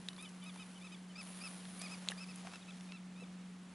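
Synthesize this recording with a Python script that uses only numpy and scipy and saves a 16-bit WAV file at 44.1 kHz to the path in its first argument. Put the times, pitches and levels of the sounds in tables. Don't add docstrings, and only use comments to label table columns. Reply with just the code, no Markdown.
import sys
import numpy as np
from scipy import signal
from scipy.fft import rfft, irfft
from scipy.io import wavfile

SR = 44100
rng = np.random.default_rng(int(sys.argv[2]) if len(sys.argv) > 2 else 0)


def wrap_up_sound(samples):
    columns = np.atleast_2d(samples).T
    tamed = np.clip(columns, -1, 1)
    steps = np.round(tamed * 32767).astype(np.int16)
    wavfile.write(sys.argv[1], SR, steps)


N = 164934

# (time [s], level [dB])
HUM_LEVEL = [(0, -53), (.2, -54), (.5, -50.5), (.72, -54), (1, -52), (1.3, -53), (1.9, -50.5), (2.43, -51),
             (2.58, -58), (2.76, -51), (3.5, -51.5), (3.74, -56)]
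# (time [s], depth [dB])
THROB_DEPTH = [(0, -10), (.42, -20), (.9, -21), (1.55, -16), (2.3, -25), (2.7, -12.5), (3.74, -31)]
# (frequency [Hz], relative level [dB])
AIR_SPECTRUM = [(25, -13), (60, -8.5), (120, -2.5), (210, 8.5), (300, 0.5), (500, -6), (1200, -7.5),
                (2500, -11), (5000, -17.5), (8000, -19.5), (11000, -28.5)]
# (frequency [Hz], gain [dB])
AIR_SIDE_EQ = [(60, 3), (170, -35), (260, -3), (700, 15), (1500, 11), (4000, 14)]
# (low edge [Hz], high edge [Hz], level before the fader [dB])
RUSTLE_BANDS = [(231, 650, -69.5), (570, 1370, -64.5), (1410, 4200, -62), (4030, 8100, -64.5)]
# (time [s], gain [dB])
RUSTLE_FADER = [(0, -7), (.25, -6), (.55, -5), (.78, -5), (1.08, -10), (1.22, -1), (1.48, 1), (1.72, -2),
                (1.85, 2.5), (2.04, 0), (2.28, 0), (2.46, 0), (2.64, -5), (2.82, -4), (3, -11), (3.74, -15)]
# (time [s], level [dB])
SIZZLE_LEVEL = [(0, -69), (.22, -67), (.35, -71), (.62, -65.5), (.8, -69.5), (1, -72), (1.16, -76),
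                (1.235, -60), (1.5, -57.5), (1.64, -63.5), (1.79, -59), (2.02, -65), (2.35, -64.5),
                (2.7, -73.5), (2.82, -69.5), (3, -77), (3.74, -76)]
# (start [s], length [s], level [dB])
PEEPS = [(0.078, 0.048, -63.5), (.245, 0.039, -57), (0.417, 0.041, -59.5), (0.589, 0.038, -58),
         (0.755, 0.033, -60), (0.915, 0.031, -61), (1.094, 0.028, -62), (1.61, 0.042, -70)]
# (start [s], body level [dB], middle level [dB], treble level [dB])
KNOCKS = [(0.0856, -85, -39, -44), (0.132, -62, -50, -66), (0.181, -50, -61, -63), (0.292, -67, -70, -49.5),
          (0.5594, -53, -49, -58), (1.653, -60, -48, -56), (1.8157, -55, -43, -41.5),
          (1.819, -55, -52, -42), (2.075, -46.5, -59, -60), (2.1017, -42, -45, -52),
          (2.1108, -50, -45, -50), (2.117, -46, -44.5, -46), (2.359, -63, -58, -48.5),
          (2.471, -40.5, -45, -67), (2.536, -45.5, -45.5, -61), (2.5576, -58, -45, -51),
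          (2.809, -55, -51, -56), (2.921, -54, -44, -67)]
# (low edge [Hz], high edge [Hz], T60 [s])
KNOCK_BANDS = [(477, 1740, 0.022), (1650, 4400, 0.014), (4940, 12400, 0.014)]
# (start [s], level [dB], starting pitch [Hz])
PLINKS = [(0.0866, -25, 3320), (0.1642, -43, 3900)]
TERN_CALLS = [(0.224, 0.04, 1287, -55, -9, -10, -16, 0.035, -1.5),
              (0.459, 0.046, 1280, -55, -10, -9, -16, 0.031, -5),
              (.596, 0.039, 1288, -55, -11, -8, -15, 0.017, -7),
              (0.842, 0.038, 1300, -56, -10.5, -11, -15, 0.026, -4),
              (.919, 0.035, 1264, -57, -9, -6, -11, 0.0036, -4),
              (1.178, 0.043, 1307, -51, -18, -1.5, -21, 0.02, -3.5),
              (1.435, 0.045, 1312, -49.5, -23, -0.5, -26, 0.023, -4.5),
              (1.826, 0.049, 1259, -50.5, -28, -2, -28, 0.026, -5),
              (1.913, 0.039, 1283, -51.5, -23, -2, -13, 0.015, -3),
              (2.204, .045, 1318, -53.5, -24, .5, -25, .023, -2.5),
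              (2.285, .038, 1308, -56.5, -18, -1.5, -18, .009, -8),
              (2.533, 0.042, 1350, -57.5, -8, -7, -22, .023, -4),
              (2.612, 0.02, 1280, -63.5, -2, -13, -21, 0.0038, -3),
              (2.681, 0.032, 1310, -55.5, -8, -14, -26, 0, 0),
              (2.93, 0.047, 1343, -56.5, -9.5, -12, -23, .04, -7),
              (3.198, 0.047, 1332, -58, -9.5, -12, -15, 0.036, -5.5)]
# (start [s], level [dB])
SCUFFS = [(.212, -53), (0.225, -45), (0.438, -50.5), (1.792, -45), (2.104, -54), (2.1075, -47),
          (2.359, -49)]
# (start [s], level [dB], pitch [Hz], T60 [s])
BUMPS = [(.5595, -40, 880, 0.012), (1.816, -39.5, 694, 0.02), (2.1095, -35, 2840, 0.013),
         (2.1193, -25.5, 1770, 0.0056), (2.1235, -37.5, 1750, 0.016), (2.432, -49, 795, 0.024),
         (2.449, -41, 680, 0.03), (2.4712, -42.5, 773, 0.042), (2.922, -46, 1050, 0.021),
         (3.213, -50, 385, .07), (3.221, -52, 696, 0.051), (3.222, -44.5, 487, 0.048)]
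# (start [s], peak level [dB])
SNAPS = [(2.0824, -45), (2.0869, -19), (2.098, -39)]
# (frequency [Hz], relative level [dB], T60 [s])
CASING_MODES = [(2750, -13, 0.02), (3510, 14.5, 0.0026), (3930, 3.5, 0.0069), (6800, -6, 0.013),
                (7770, -1, 0.0042), (9060, -4.5, 0.0059), (10050, -12, 0.0051)]


def undb(db):
    return 10 ** (np.asarray(db) / 20)


def clock(length):
    return np.arange(int(length * SR)) / SR


def fader(points):
    return undb(np.interp(np.arange(N) / SR, *np.array(points).T))


def add(out, start, sound):
    i = int(start * SR)
    out[i:i + len(sound)] += sound[:N - i]


def drift(rate_hz):
    hz = np.arange(N // 2 + 1) * SR / N
    motion = irfft(rfft(rng.standard_normal(N)) * np.exp(-(hz / rate_hz) ** 2), N)
    return motion / motion.std()


def band(low_hz, high_hz, order=2):
    bandpass = signal.butter(order, [low_hz, high_hz], "band", fs=SR, output="sos")
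    noise = signal.sosfilt(bandpass, rng.standard_normal(N))
    return noise / noise.std()


def coloured(points):
    hz, db = np.array(points).T
    bins_hz = np.maximum(np.arange(N // 2 + 1) * SR / N, 1)
    eq = undb(np.interp(np.log(bins_hz), np.log(hz), db))
    noise = irfft(rfft(rng.standard_normal(N)) * eq, N)
    return noise / noise.std()


def decay(t, t60):
    return np.exp(-np.log(1000) * t / t60)


def swell(t, length, attack_s=0.0029, release_s=0.0034):
    return np.sin(np.pi / 2 * np.clip(np.minimum(t / attack_s, (length - t) / release_s), 0, 1))


def stereo(mid, side):
    return np.array([mid + side, mid - side])


def hum(pitch_hz=182.2, throb_hz=16.7):
    t = np.arange(N) / SR
    cycle = 2 * np.pi * throb_hz * t + 0.74 * drift(4.0)
    throb = 1 + fader(THROB_DEPTH) * (np.cos(cycle) + 0.3 * np.cos(2 * cycle))
    tone = np.sqrt(2) * np.sin(2 * np.pi * pitch_hz * t + 0.071 * drift(6.0))
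    return fader(HUM_LEVEL) * throb * tone


def air(level_db=-60, side_db=-14.5):
    eq_hz, eq_db = np.array(AIR_SIDE_EQ).T
    side_spectrum = [(hz, db + np.interp(np.log(hz), np.log(eq_hz), eq_db)) for hz, db in AIR_SPECTRUM]
    gain = undb(level_db + .5 * drift(7.5))
    return gain * stereo(coloured(AIR_SPECTRUM), undb(side_db) * coloured(side_spectrum))


def rustle(side_db=-13.0, grain_db=2, flicker_db=.8):
    grain = undb(grain_db * drift(380) + flicker_db * drift(23.0))
    grain /= np.sqrt(np.mean(grain ** 2))
    body = sum(undb(db) * stereo(band(low_hz, high_hz), undb(side_db) * band(low_hz, high_hz))
               for low_hz, high_hz, db in RUSTLE_BANDS)
    sizzle = stereo(band(8950, 10940, order=3), undb(side_db) * band(8950, 10000, order=3))
    return grain * (body * fader(RUSTLE_FADER) + sizzle * fader(SIZZLE_LEVEL))


def wader(pitch_hz=2980, drop_hz=254, settle_s=0.0083):
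    out = np.zeros(N)
    for start, length, db in PEEPS:
        t = clock(length)
        hz = pitch_hz + drop_hz * np.exp(-t / settle_s)
        add(out, start, undb(db) * swell(t, length) * np.sin(2 * np.pi * np.cumsum(hz) / SR))
    return out


def bank_scatter(birds, wet_db=-16.5, t60=0.22):
    t = clock(.3)
    tails = rng.standard_normal((2, N))[:, :len(t)] * decay(t, t60)
    wet = [signal.fftconvolve(birds, tail / np.linalg.norm(tail))[:N] for tail in tails]
    return undb(wet_db) * np.array(wet)


def knocks():
    out, t = np.zeros(N), clock(.05)
    for k, (low_hz, high_hz, t60) in enumerate(KNOCK_BANDS):
        envelope = np.zeros(N)
        for start, *levels_db in KNOCKS:
            add(envelope, start, undb(levels_db[k]) * decay(t, t60))
        out += envelope * band(low_hz, high_hz)
    return out


def plinks(t60=0.009, rise_hz_per_s=350000):
    out, t = np.zeros(N), clock(.06)
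    for start, db, hz in PLINKS:
        attack = 1 - np.exp(-t * hz)
        chirp = np.sin(2 * np.pi * (hz + rise_hz_per_s * t / 2) * t)
        add(out, start, undb(db) * attack * decay(t, t60) * chirp)
    return out


def tern_voice(hz, phase, colour_db, beak_hz=3273, beak_width_hz=403, beak_db=15.5):
    third_db, fourth_db, fifth_db = colour_db
    harmonics_db = [-8.5, 0, third_db, fourth_db, *(fifth_db - 0.5 * np.arange(4))]
    voice = np.zeros(len(hz))
    for k, db in enumerate(harmonics_db, 1):
        lift_db = beak_db * np.exp(-((k * hz - beak_hz) / beak_width_hz) ** 2)
        voice += undb(db + lift_db) * np.sin(k * phase)
    return voice


def tern(crest_share=.37, end_fall=.18, rasp_db=-4, lead_gap_s=.004, shimmer=.2):
    out, wobble, flutter = np.zeros(N), drift(500), drift(250)

    def sing(start, hz, db, colour_db, jitter):
        t = np.arange(len(hz)) / SR
        span = slice(int(start * SR), int(start * SR) + len(hz))
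        phase = 2 * np.pi * np.cumsum(hz * (1 + jitter * wobble[span])) / SR
        envelope = undb(db) * swell(t, len(hz) / SR) * (1 + shimmer * flutter[span])
        add(out, start, envelope * tern_voice(hz, phase, colour_db))

    for start, length, top_hz, db, *colour_db, lead_s, lead_db in TERN_CALLS:
        t = clock(length)
        past_crest = (t / length - crest_share) / (1 - crest_share)
        arch_hz = top_hz * (1 - end_fall * np.abs(past_crest) ** 2.6)
        catch = np.exp(-t / .003)
        rasp = np.clip(past_crest, 0, 1) ** 4
        sing(start, arch_hz, db + rasp_db * rasp, colour_db, jitter=.006 + .025 * catch + .036 * rasp)
        if lead_s > 0:
            rise_hz = top_hz * np.interp(clock(lead_s), [0, lead_s], [.895, .965])
            sing(start - lead_gap_s - lead_s, rise_hz, db + lead_db, colour_db, jitter=0.018)
    return out


def scuffs(t60=0.025):
    envelope, t = np.zeros(N), clock(.05)
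    for start, db in SCUFFS:
        add(envelope, start, undb(db) * decay(t, t60))
    return envelope * band(9370, 11000)


def bumps():
    out, t = np.zeros(N), clock(.06)
    for start, db, hz, t60 in BUMPS:
        attack = 1 - np.exp(-t * hz)
        add(out, start, undb(db) * attack * decay(t, t60) * np.sin(2 * np.pi * hz * t))
    return out


def snaps(attack_s=0.00041):
    out, t = np.zeros(N), clock(.06)
    ring = sum(undb(db) * decay(t, t60) * np.sin(2 * np.pi * hz * t) for hz, db, t60 in CASING_MODES)
    ring *= 1 - np.exp(-t / attack_s)
    for start, db in SNAPS:
        add(out, start, undb(db) * ring / np.abs(ring).max())
    return out


def scene():
    birds = tern() + wader()
    reverb = bank_scatter(birds)
    handling = knocks() + scuffs() + bumps() + snaps()
    return birds + reverb + plinks() + handling + hum() + air() + rustle()


def record(dry, cutoff_hz=11150):
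    return signal.sosfilt(signal.ellip(10, .2, 70, cutoff_hz, fs=SR, output="sos"), dry)


dry = scene()
out = record(dry)
wrap_up_sound(out)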